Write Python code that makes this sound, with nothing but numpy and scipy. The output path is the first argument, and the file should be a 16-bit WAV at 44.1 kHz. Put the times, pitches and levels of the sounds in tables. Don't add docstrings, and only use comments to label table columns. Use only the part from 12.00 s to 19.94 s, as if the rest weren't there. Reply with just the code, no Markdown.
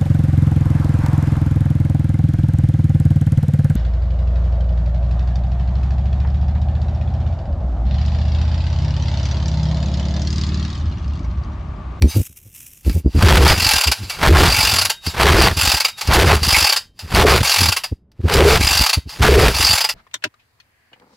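import sys
import numpy as np
from scipy import signal
from scipy.fft import rfft, irfft, next_fast_len
from scipy.io import wavfile
from scipy.ndimage import uniform_filter1d, minimum_filter1d

SR = 44100
rng = np.random.default_rng(int(sys.argv[2]) if len(sys.argv) > 2 else 0)


def amplitude_ratio(level_db):
    exponent = np.asarray(level_db, float) / 20
    return 10 ** exponent


def to_wav(s):
    ch = np.atleast_2d(s).T
    pcm = np.round(np.clip(ch, -1, 1) * 32767)
    wavfile.write(sys.argv[1], SR, pcm.astype(np.int16))


N = 350154
TIME = np.arange(N) / SR

# (start [s], end [s], relative roar level [dB], mean puff rate [Hz],
# pipe resonance [Hz], relative pipe level [dB])
PULLS = [(1.239, 1.522, -10, 70.5, 377, -2.5), (2.234, 2.48, -9.5, 65.5, 367, -2),
         (3.199, 3.472, -10.5, 67.34, 382, -0.4), (4.127, 4.362, -13.5, 66.35, 380, -1.3),
         (5.147, 5.379, -12, 67.3, 387, 0), (6.322, 6.556, -12, 69, 431, 2.5),
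         (7.238, 7.488, -12, 65.2, 411, 0.5)]
# (start [s], last pawl drop [s], steady gap [ms], last gap [ms])
REWINDS = [(1.57, 1.917, 22.4, 44.9), (2.49, 2.899, 21.3, 48), (3.565, 3.848, 20.5, 44.6),
           (4.44, 4.764, 19.4, 40), (5.445, 5.766, 22.1, 45.1), (6.6, 6.932, 20.3, 38.9),
           (7.54, 7.892, 20.4, 48.7)]
# (start delay [s], end advance [s], level offset [dB], rise [dB/s], fall [dB/s])
ROAR_SHAPE = (0, 0, -1.5, 330.5, 297.5)


def unit(x):
    return x / np.sqrt(np.mean(x ** 2))


def noise():
    return rng.standard_normal(N)


def colour(x, points):
    size = next_fast_len(N)
    hz, db = np.transpose(points)
    log_hz = np.log(np.arange(size // 2 + 1) * SR / size + 1)
    gain = amplitude_ratio(np.interp(log_hz, np.log(hz), db))
    return irfft(rfft(x, size) * gain, size)[:N]


def ring(x, hz, width):
    return signal.lfilter(*signal.iirpeak(hz, hz / width, fs=SR), x)


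def flicker(rate, spread_db):
    hold = int(SR / rate)
    steps = np.repeat(rng.standard_normal(N // hold + 1), hold)
    return amplitude_ratio(spread_db * unit(uniform_filter1d(steps, hold)[:N]))


def bursts(rows, rise_ms):
    env = np.zeros(N)
    for s, db, decay_ms in rows:
        start = int(max(s - rise_ms / 1000, 0) * SR)
        t_ms = 1000 * TIME[:min(SR // 2, N - start)]
        rise = (1 - np.exp(-t_ms / rise_ms)) ** 2
        env[start:start + len(t_ms)] += amplitude_ratio(db) * rise * np.exp(-t_ms / decay_ms)
    return env


def swell(rows, rise, fall):
    gain = 0
    for start, end, db in rows:
        below_db = rise * np.maximum(start - TIME, 0) + fall * np.maximum(TIME - end, 0)
        gain = gain + amplitude_ratio(db - below_db)
    return gain


def effort(pulls, shape):
    late, early, over_db, rise, fall = shape
    rows = [(a + late, b - early, db + over_db) for a, b, db, *_ in pulls]
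    return swell(rows, rise, fall)


def yard():
    bass = ring(ring(noise(), 60.0, 70.), 65., 250.)
    return amplitude_ratio(-54.5) * unit(bass)


def jolts():
    # (time of fullest swing [s], relative level [dB], central pitch [Hz], length scale [ms])
    jolt_rows = [(0.036, 0, 78, 47), (0.166, -6, 95.6, 40), (0.2, -6.5, 96.3, 23), (0.3, -40, 86, 29),
                 (0.462, -35, 102, 32), (0.875, -5, 66.7, 47), (0.958, -8, 83.2, 43),
                 (1.06, -4.5, 65.6, 33), (1.155, -2.5, 67.2, 24), (1.178, -5, 68, 31), (1.241, 8, 93.5, 26),
                 (1.667, -12.5, 74, 21), (1.877, -10, 71.4, 39), (2.017, -22, 95, 72),
                 (2.589, -12.5, 81.5, 29), (2.74, -24.5, 101.2, 210), (3.075, -15.5, 83.3, 30),
                 (4.089, -4.5, 77.6, 26), (4.48, -10.5, 76, 19), (5.041, -24, 84, 39),
                 (5.144, -8.5, 76, 20), (5.41, -6, 92.8, 15), (5.619, -13, 89.7, 90),
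                 (5.687, -13.5, 87.6, 19), (5.922, -9, 81.4, 13.7), (6.199, -16.5, 80.6, 19),
                 (6.249, -5.5, 83.3, 34), (6.607, -8, 70.3, 14), (6.642, -8.5, 58.7, 23),
                 (6.804, -5, 59.5, 27), (6.976, -8, 79.7, 18), (7.065, -24, 76, 26), (7.208, -4, 83.3, 23)]
    rows = jolt_rows + shudders()
    swings = np.zeros(N)
    wobble = np.log(flicker(50, 5.))
    turns = rng.random(len(rows))
    for (s, db, hz, ms), turn in zip(rows, turns):
        near = slice(max(int((s - .15) * SR), 0), int((s + .15) * SR))
        t = TIME[near] - s
        width_s = 0.52 * ms / 1000 * np.where(t < 0, .55, 1.25)
        cycles = hz * t * (1 - .08 * np.tanh(t / .03)) + turn
        swing = np.sin(2 * np.pi * cycles + wobble[near])
        bent = swing - .35 * swing ** 2
        swings[near] += amplitude_ratio(db) * np.exp(-np.abs(t / width_s) ** 1.6) * bent
    band = signal.butter(3, [110., 330.], "band", fs=SR, output="sos")
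    thud = unit(signal.sosfilt(band, noise())) * np.abs(swings) * amplitude_ratio(-11.5)
    low_cut = signal.butter(3, 40., "high", fs=SR, output="sos")
    return signal.sosfilt(low_cut, swings + thud)


def cloth():
    # (start [s], end [s], level [dB])
    brushes = [(0.02, .8, -51.5), (.1, 0.27, -37.5), (.365, 0.39, -49), (.55, 0.68, -45.5),
               (.62, 0.89, -55.5), (.865, 1, -41.5), (1.165, 1.15, -29.5)]
    # (frequency [Hz], gain [dB])
    fabric = [(180, -57), (300, -47), (2010, -24), (2620, -15.5), (4600, -32.5), (5510, -17),
              (10000, -15.5), (14600, -13.5), (15600, -26.5)]
    crackle = colour(noise() * flicker(300, 3.6), fabric)
    return unit(crackle) * swell(brushes, rise=1300.0, fall=1200.0)


def starter():
    # (frequency [Hz], bandwidth [Hz], relative level [dB])
    cup = [(860, 50, -5), (1430, 70, -4), (1590, 12, -9), (2290, 150, 0), (2770, 170, -9), (3120, 5, -9),
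           (3770, 10, -10), (3900, 140, -4), (4620, 150, 0), (4830, 120, 1), (5000, 110, 0),
           (6780, 110, -10), (7330, 160, -14), (8960, 110, -13), (11000, 220, -12)]
    # (frequency [Hz], gain [dB])
    clatter = [(250, -39.5), (450, -15), (900, -6.5), (2500, -5), (5000, -6), (8000, -14), (13000, -16.5),
               (16000, -21)]
    bounces = noise() * flicker(900, 1.8)
    blows = bursts(pawl_blows(), rise_ms=4.5) + knocks()
    rubbing = noise() * flicker(40, 2.4) * (spool_whir() + cup_shaking() + rope_drag())
    drive = bounces * blows + rubbing
    favour = [flicker(30, 3.5) for _ in cup]

    def modes(x):
        total = 0
        for k, (hz, width, db) in enumerate(cup):
            total = total + (-1) ** k * amplitude_ratio(db) * ring(x * favour[k], hz, width)
        return total

    broad_part = colour(drive, clatter) / colour(bounces, clatter).std()
    modal_part = modes(drive) / modes(bounces).std()
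    return amplitude_ratio(-3) * broad_part + amplitude_ratio(-3) * modal_part


def knocks():
    # (time [s], relative level [dB], decay constant [ms])
    knock_rows = [(0.0224, -9, 1.6), (0.848, -37, 5.9), (0.8958, -23.5, 4.6), (1.2596, -12, 3.8),
                  (1.4775, 3.5, 14), (2.0968, -18, 21), (3.065, -15.5, 8.3), (3.213, -9, 3),
                  (3.4205, 1.5, 12), (4.0727, -18.5, 12), (4.134, -2.5, 9.8), (4.43, -12.5, 16),
                  (4.991, -28, 19), (5.148, -12, 7), (5.43, -14, 35), (6.117, -53, 6), (6.338, -8, 6.4),
                  (7.0927, -31.5, 25), (7.235, -16.5, 2.5)]
    snaps = [(s, db + 5, 1) for s, db, _ in knock_rows]
    return bursts(knock_rows, rise_ms=.6) + bursts(snaps, rise_ms=.6)


def clink():
    # (frequency [Hz], relative level [dB], 60 dB decay time [s])
    partials = [(3800, -34.5, 0.39), (6170, -27, 0.24), (8900, -31, .2)]
    t = np.maximum(TIME - 0.079, 0)
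    rise = 1 - np.exp(-t / 0.0081)
    out = np.zeros(N)
    for hz, db, t60 in partials:
        out += amplitude_ratio(db) * np.sin(2 * np.pi * hz * t) * rise * np.exp(-np.log(1000) * t / t60)
    return out


def rope_drag():
    # (start [s], end [s], relative level [dB])
    drags = [(.09, .16, -34.5), (.86, .96, -39.5), (1.04, 1.12, -59.5), (1.165, 1.2, -31.5),
             (1.96, 2.06, -35.5), (2.1, 2.15, -32), (3.06, 3.11, -30.5), (3.99, 4.07, -33),
             (5.0, 5.05, -42.5), (7.1, 7.18, -37.5)]
    return swell(drags, rise=530.0, fall=360.0)


def cup_shaking():
    bites = [(a, -25.5, 28) for a, *_ in PULLS]
    strain_s, strain_db = 0.099, -11
    strains = [(b - strain_s, b, db + strain_db) for _, b, db, *_ in PULLS]
    steady = amplitude_ratio(-18.5) * effort(PULLS, ROAR_SHAPE)
    return steady + bursts(bites, rise_ms=13.0) + swell(strains, rise=1100.0, fall=1200.0)


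def cranking():
    # (start delay [s], end advance [s], level offset [dB], rise [dB/s], fall [dB/s])
    pipe_shape = (0.05, 0.03, -2, 299.5, 350.5)
    puff_shape = (.055, .03, .5, 300, 220)
    # (frequency [Hz], gain [dB])
    roar_colour = [(150, 6), (300, -7), (700, -1), (1600, -2.5), (4500, -10.5), (7000, -19.5),
                   (13000, -23.5), (16000, -27.5)]
    puffs, rings = np.zeros((2, N))
    for pull in PULLS:
        rate_hz, pipe_hz, pipe_db = pull[3:]
        turns = np.cumsum(rate_hz * flicker(45, 1.6)) / SR
        puff = np.sin(2 * np.pi * turns) + .25 * np.cos(4 * np.pi * turns)
        puff = puff * flicker(35, 2.)
        gust = (0.27 + np.exp(-((turns + .5) % 1) / 0.6)) * flicker(70, 4.2)
        pipe = ring(ring(gust * noise(), pipe_hz, 79.0), pipe_hz, 480.0)
        puffs += unit(puff) * effort([pull], puff_shape)
        rings += unit(pipe) * effort([pull], pipe_shape) * amplitude_ratio(pipe_db)
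    strokes = flicker(45, 2.2) * flicker(130, 3.2) * flicker(900, 3.)
    roar = colour(strokes * noise(), roar_colour)
    roar += ring(roar, 1000., 1500.) * (flicker(30, 2.8) - 1)
    return puffs, rings + unit(roar) * (effort(PULLS, ROAR_SHAPE) + barks())


def barks():
    length_s = .025
    ends = []
    for a, b, db, *_ in PULLS:
        ends.append((a + 0.014, a + 0.0067 + length_s, db - 4.5))
        ends.append((b - .025 - length_s, b - .025, db - 6.5))
    return swell(ends, rise=800.0, fall=350.0)


def cutouts():
    dips = [1.281, 1.331, 1.446, 2.269, 2.301, 2.322, 2.345, 2.425, 3.41, 4.325, 4.361, 4.475, 6.364, 6.8,
            7.479]
    depth = sum(np.exp(-((TIME - s) / 0.0018) ** 2) for s in dips)
    return amplitude_ratio(-22 * depth)


def spool_whir():
    return bursts([(row[0], -15, 90.) for row in REWINDS], rise_ms=64.0)


def shudders():
    shaken = (0, 1, 2, 3, 5, 6)
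    gap_s, first_db, loss_db = 0.051, -12.5, 1
    chance = rng.uniform(-1, 1, (len(shaken), 6, 4))
    rows = []
    for p, draws in zip(shaken, chance):
        for k, c in enumerate(draws):
            s = PULLS[p][1] + gap_s * (k + .3 * c[0])
            db = first_db - loss_db * k + 3 * c[1]
            rows.append((s, db, 72 + 18 * c[2], 26 + 8 * c[3]))
    return rows


def pawl_blows():
    # (time [s], relative level [dB])
    lone_drops = [(3.884, -12.5), (4.012, -6.5), (5.839, -6.5)]
    slowing_drops = 1.6
    rows = []
    for start, last, steady_ms, last_ms in REWINDS:
        gaps_ms = steady_ms + (last_ms - steady_ms) * np.exp(-np.arange(30) / slowing_drops)
        times = last - np.cumsum(np.r_[0, gaps_ms]) / 1000
        for k, s in enumerate(times[times > start][::-1]):
            db = -1.5 - 5 * np.exp(-k / 1.9) + 0.8 * rng.standard_normal()
            rows.append((s, db, 9.5))
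    return rows + [(s, db, 9.) for s, db in lone_drops]


def whine():
    # (start [s], end [s], rms level [dB])
    spells = [(2.92, 3.19, -45), (3.5, 3.97, -48)]
    fade = swell(spells, rise=400., fall=300.)
    cycles = np.cumsum(3769. * flicker(60, .02)) / SR
    return np.sqrt(2) * np.sin(2 * np.pi * cycles) * flicker(40, 2.5) * fade


def scene():
    metal = starter()
    t = TIME[:SR // 4]
    tail = rng.standard_normal(len(t)) * np.exp(-np.log(1000) * t / 0.18)
    walls = amplitude_ratio(-11) * signal.fftconvolve(metal, tail / np.linalg.norm(tail))[:N]
    puffs, rush = cranking()
    gated = (metal + walls + rush) * cutouts()
    mono = gated + puffs + jolts() + clink() + whine() + cloth() + yard()
    smear = tail[:400] / np.linalg.norm(tail[:400])
    side = amplitude_ratio(-34) * signal.fftconvolve(mono, smear)[:N]
    return np.array([mono + side, mono - side])


def low_pass(x):
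    return signal.sosfilt(signal.butter(12, 15780, fs=SR, output="sos"), x)


def record(dry):
    hold = int(.004 * SR)
    needed = np.minimum(1, amplitude_ratio(-.4) / (np.abs(dry[0]) + 1e-9))
    duck = uniform_filter1d(minimum_filter1d(needed, 2 * hold), hold)
    top = signal.ellip(8, .2, 70, 16100, fs=SR, output="sos")
    mix = signal.sosfilt(top, dry * duck)
    return low_pass(mix)


dry = scene()
out = record(dry)
to_wav(out)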